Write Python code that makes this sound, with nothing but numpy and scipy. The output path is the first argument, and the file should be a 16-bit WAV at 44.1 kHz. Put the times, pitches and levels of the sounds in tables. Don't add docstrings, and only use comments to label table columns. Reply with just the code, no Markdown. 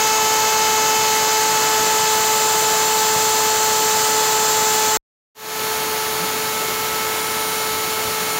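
import sys
import numpy as np
from scipy import signal
from scipy.fft import rfft, irfft, next_fast_len
from scipy.io import wavfile
from scipy.ndimage import uniform_filter1d, minimum_filter1d

SR = 44100
rng = np.random.default_rng(int(sys.argv[2]) if len(sys.argv) > 2 else 0)


def log_audio(samples):
    frames = np.atleast_2d(samples).T
    limited = np.clip(frames, -1, 1)
    pcm = np.round(limited * 32767).astype(np.int16)
    wavfile.write(sys.argv[1], SR, pcm)


N = 369999
TIME = np.arange(N) / SR
PADDED = next_fast_len(N)
FREQ = np.maximum(np.arange(PADDED // 2 + 1) * SR / PADDED, 1)

# multiple of the speed, edge_start_db, edge_end_db, before_bend_db, after_bend_db
WHINE_LEVELS = [(1, -25.5, -25, -30.5, -31.5), (2, -20, -21.5, -31, -33), (3, -28, -30.5, -35, -32),
                (4, -35, -36.5, -39.5, -48), (5, -33, -43.5, -40.5, -36.5), (6, -32, -38.5, -49, -49),
                (7, -32.5, -39, -50, -44.5), (8, -56.5, -46, -57, -58), (9, -41.5, -41.5, -47, -41.5),
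                (10, -33.5, -32.5, -40, -40.5), (11, -44.5, -43.5, -57, -57), (12, -40.5, -54.5, -54, -53),
                (13, -46.5, -41.5, -48, -44), (14, -36, -35.5, -45, -44.5), (15, -29, -40.5, -39, -40.5),
                (16, -34, -44.5, -42, -41), (17, -50, -45, -55, -44), (18, -59.5, -49.5, -62, -61),
                (20, -64.5, -44, -58, -55), (22, -45, -43, -38.5, -37.5), (23, -63, -59.5, -58, -54),
                (27, -65, -62.5, -60, -54)]
# pitch_hz, deep_cut_db_per_hz (relative), corner_cut_db_per_hz
AIR_SPECTRUM = [(25.2, -92, -90), (45, -86, -78), (70, -67.5, -69), (157, -59.5, -62.5), (454, -60, -62.5),
                (1060, -54, -59.5), (2400, -60, -63.5), (4080, -59.5, -64.5), (5450, -60.5, -66.5),
                (6740, -59.5, -67.5), (7560, -57.5, -68.5), (8710, -69, -76), (9970, -72, -70.5),
                (11800, -65, -67.5), (15500, -66.5, -68)]


def undb(db):
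    return 10 ** (np.asarray(db) / 20)


def unit(x):
    return x / np.std(x)


def walk(rate):
    knots = rng.standard_normal(4096)
    place = TIME * rate % (len(knots) - 1)
    k = place.astype(int)
    part = place - k
    ease = part * part * (3 - 2 * part)
    return knots[k] + (knots[k + 1] - knots[k]) * ease


def progress(start_s, end_s):
    return np.interp(TIME, [start_s, end_s], [0, 1])


def bell(middle_s, half_s):
    return np.exp(-((TIME - middle_s) / half_s) ** 2)


def shape(x, response):
    return irfft(rfft(x, PADDED) * response, PADDED)[:N]


def resonance(hz, width_hz):
    detuning = (FREQ / hz - hz / FREQ) * hz / width_hz
    return 1 / (1 + 1j * detuning) ** 2


def ripple(depth):
    return 1 + depth * np.sin(2 * np.pi * 120 * TIME)


def reflected(x, share, drift):
    lag_s = 0.002 * (1 + drift * walk(1.2))
    bounce = np.interp(TIME - lag_s, TIME, x)
    return (x + share * bounce) / np.sqrt(1 + share ** 2)


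def shaft_angle():
    # time_s, turns_per_s
    spindle_speed = [(0, 435.6), (3.5, 434.95), (4.97, 433.8), (5.35, 435.3), (6.2, 435.3), (6.9, 436.4),
                     (8.39, 436.3)]
    turns_per_s = np.interp(TIME, *np.transpose(spindle_speed))
    return 2 * np.pi * np.cumsum(turns_per_s) / SR


def knocks():
    # start_s, pitch_hz, level_db (of the noise, ahead of its decay)
    knock_list = [(1.795, 180, -28), (3.16, 150, -27), (7.72, 75, -36), (8.045, 90, -27), (8.205, 220, -29)]
    out = 0
    for start_s, hz, db in knock_list:
        age = np.maximum(TIME - start_s, 0)
        thud = unit(shape(rng.standard_normal(N), resonance(hz, hz)))
        envelope = np.minimum(age / 0.004, 1) * np.exp(-age / 0.03)
        out = out + undb(db) * thud * envelope
    return out


def feed_motors():
    # middle_s, half_length_s, step_tone_hz, glide_hz_per_s, level_db
    feed_hums = [(6.23, 0.028, 176.5, 500, -32.5), (6.38, 0.05, 255, 489.5, -42),
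                 (6.668, 0.09, 386, -360, -38)]
    out = 0
    for middle_s, half_s, hz, glide_hz_per_s, db in feed_hums:
        steps = np.cumsum(hz + glide_hz_per_s * (TIME - middle_s)) / SR
        tone = np.sqrt(2) * np.sin(2 * np.pi * steps)
        out = out + undb(db) * bell(middle_s, half_s) * tone
    return out


def air(angle, spectrum_db, chop, flicker_db):
    pitch_hz = np.array(AIR_SPECTRUM)[:, 0]
    density_db = np.interp(np.log(FREQ), np.log(pitch_hz), spectrum_db)
    density = undb(density_db) * np.sqrt(SR / 2)
    low = 1 / (1 + (FREQ / 1500) ** 4)
    roar = rng.standard_normal(N) * undb(flicker_db * walk(25)) * ripple(0.065)
    hiss = unit(rng.standard_normal(N) * (1 + chop * np.cos(angle)) * ripple(0.02))
    return shape(roar, density * np.sqrt(low)) + shape(hiss, density * np.sqrt(1 - low))


def bearings(slip_hz):
    # pitch_hz, relative_level_db
    bearing_tones = [(665, -41), (755, -48), (1425, -52), (2051, -44), (2992, -43), (3425, -41),
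                     (3860, -42.5), (4134, -47.5), (4730, -50.5), (6029, -43), (6885, -39), (9020, -56),
                     (10320, -53), (11180, -53)]
    response = sum(undb(db) * resonance(hz, slip_hz) for hz, db in bearing_tones)
    power = sum(undb(db) ** 2 for hz, db in bearing_tones)
    return unit(shape(rng.standard_normal(N), response)) * np.sqrt(power)


def whine_levels(before_db, after_db, travel):
    # multiple of the speed, middle_s, half_length_s, added_db
    passing_fades = [(22, 0.62, 0.5, -17), (2, 0.66, 0.43, 1), (3, 2.8, 0.22, -3.5), (15, 2.9, 0.55, -12),
                     (5, 3.75, 0.5, -9), (17, 3.5, 0.4, 8), (13, 3.85, 0.35, 3.5), (7, 4.35, 0.35, -12),
                     (22, 5.5, 0.3, -3)]
    levels_db = {}
    for row, before, after in zip(WHINE_LEVELS, before_db, after_db):
        levels_db[round(row[0])] = before + (after - before) * travel
    for k, middle_s, half_s, db in passing_fades:
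        levels_db[round(k)] = levels_db[round(k)] + db * bell(middle_s, half_s)
    return levels_db


def whine(angle, levels_db, wander_db, flutter, jitter, hum):
    angle = angle + jitter * walk(40)
    out = 0
    for k, db in levels_db.items():
        phase = rng.uniform(0, 2 * np.pi)
        tone = np.sqrt(2) * np.sin(k * angle + phase) * (1 + flutter * walk(55))
        wander = wander_db * walk(4) * min(k / 8, 1)
        out = out + undb(db + wander) * tone
    return out * ripple(hum)


def chips(angle, bite, scatter_db):
    burst = np.exp(bite * np.cos(angle)) * undb(scatter_db * walk(435))
    return unit(rng.standard_normal(N) * burst)


def cutter(angle, bite_db, flare_db):
    # pitch_hz, width_hz (of each filter stage), relative_level_db, growth (dB gained per dB of bite)
    cutter_modes = [(5020, 380, -34.5, -0.5), (6060, 290, -35.5, -1), (6650, 710, -29.5, -0.2),
                    (7304, 440, -29, 1.5), (8130, 250, -38, 1.5), (10830, 120, -44, 1.5),
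                    (14730, 990, -44, 5.5)]
    out = 0
    for hz, width_hz, db, growth in cutter_modes:
        ring = unit(shape(chips(angle, bite=0.23, scatter_db=-0.4), resonance(hz, width_hz)))
        out = out + ring * undb(db + growth * bite_db + flare_db * walk(15))
    return out


def corner_cut(angle):
    bend = progress(6.05, 6.6)
    levels_db = whine_levels(*np.array(WHINE_LEVELS).T[3:], bend)
    tones = whine(angle, levels_db, wander_db=1.9, flutter=0.067, jitter=0.012, hum=0.05)
    rush = air(angle, np.array(AIR_SPECTRUM)[:, 2], chop=0.11, flicker_db=0.25)
    rasp = unit(shape(chips(angle, bite=0.4, scatter_db=3), resonance(7150, 700)))
    return tones + rush + undb(-40.5) * rasp


def deep_cut(angle):
    travel = progress(0.76, 3.4)
    levels_db = whine_levels(*np.array(WHINE_LEVELS).T[1:3], travel)
    tones = whine(angle, levels_db, wander_db=1.0, flutter=0.084, jitter=0.013, hum=0.05)
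    rush = air(angle, np.array(AIR_SPECTRUM)[:, 1], chop=0.36, flicker_db=0.3)
    rush = rush * undb(0.5 - 0.94 * travel)
    light_bite_db, full_bite_db = -4, 1.84
    bite_db = light_bite_db + (full_bite_db - light_bite_db) * progress(0.8, 2.2)
    ring = undb(1.06) * cutter(angle, bite_db, flare_db=1.0)
    return tones + reflected(rush + ring, share=0.12, drift=0.044) + undb(2.2) * bearings(slip_hz=30)


def scene():
    cut_off_s, fade_in_s, fade_length_s = 4.9716, 5.347, 0.29
    angle = shaft_angle()
    edge = deep_cut(angle) * (TIME < cut_off_s)
    corner = corner_cut(angle) * np.clip((TIME - fade_in_s) / fade_length_s, 0, 1)
    mono = edge + corner + feed_motors() + knocks()
    return np.array([mono, mono])


def limiter(x, ceiling_db, size):
    headroom = np.minimum(1, undb(ceiling_db) / (np.abs(x).max(axis=0) + 1e-9))
    return x * uniform_filter1d(minimum_filter1d(headroom, size), size)


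def record(dry):
    held = limiter(dry, ceiling_db=-9, size=41)
    rumble_block = signal.butter(2, 24, "highpass", fs=SR, output="sos")
    top_cut = signal.ellip(12, 0.1, 80, 15750, fs=SR, output="sos")
    return signal.sosfilt(top_cut, signal.sosfilt(rumble_block, held))


dry = scene()
out = record(dry)
log_audio(out)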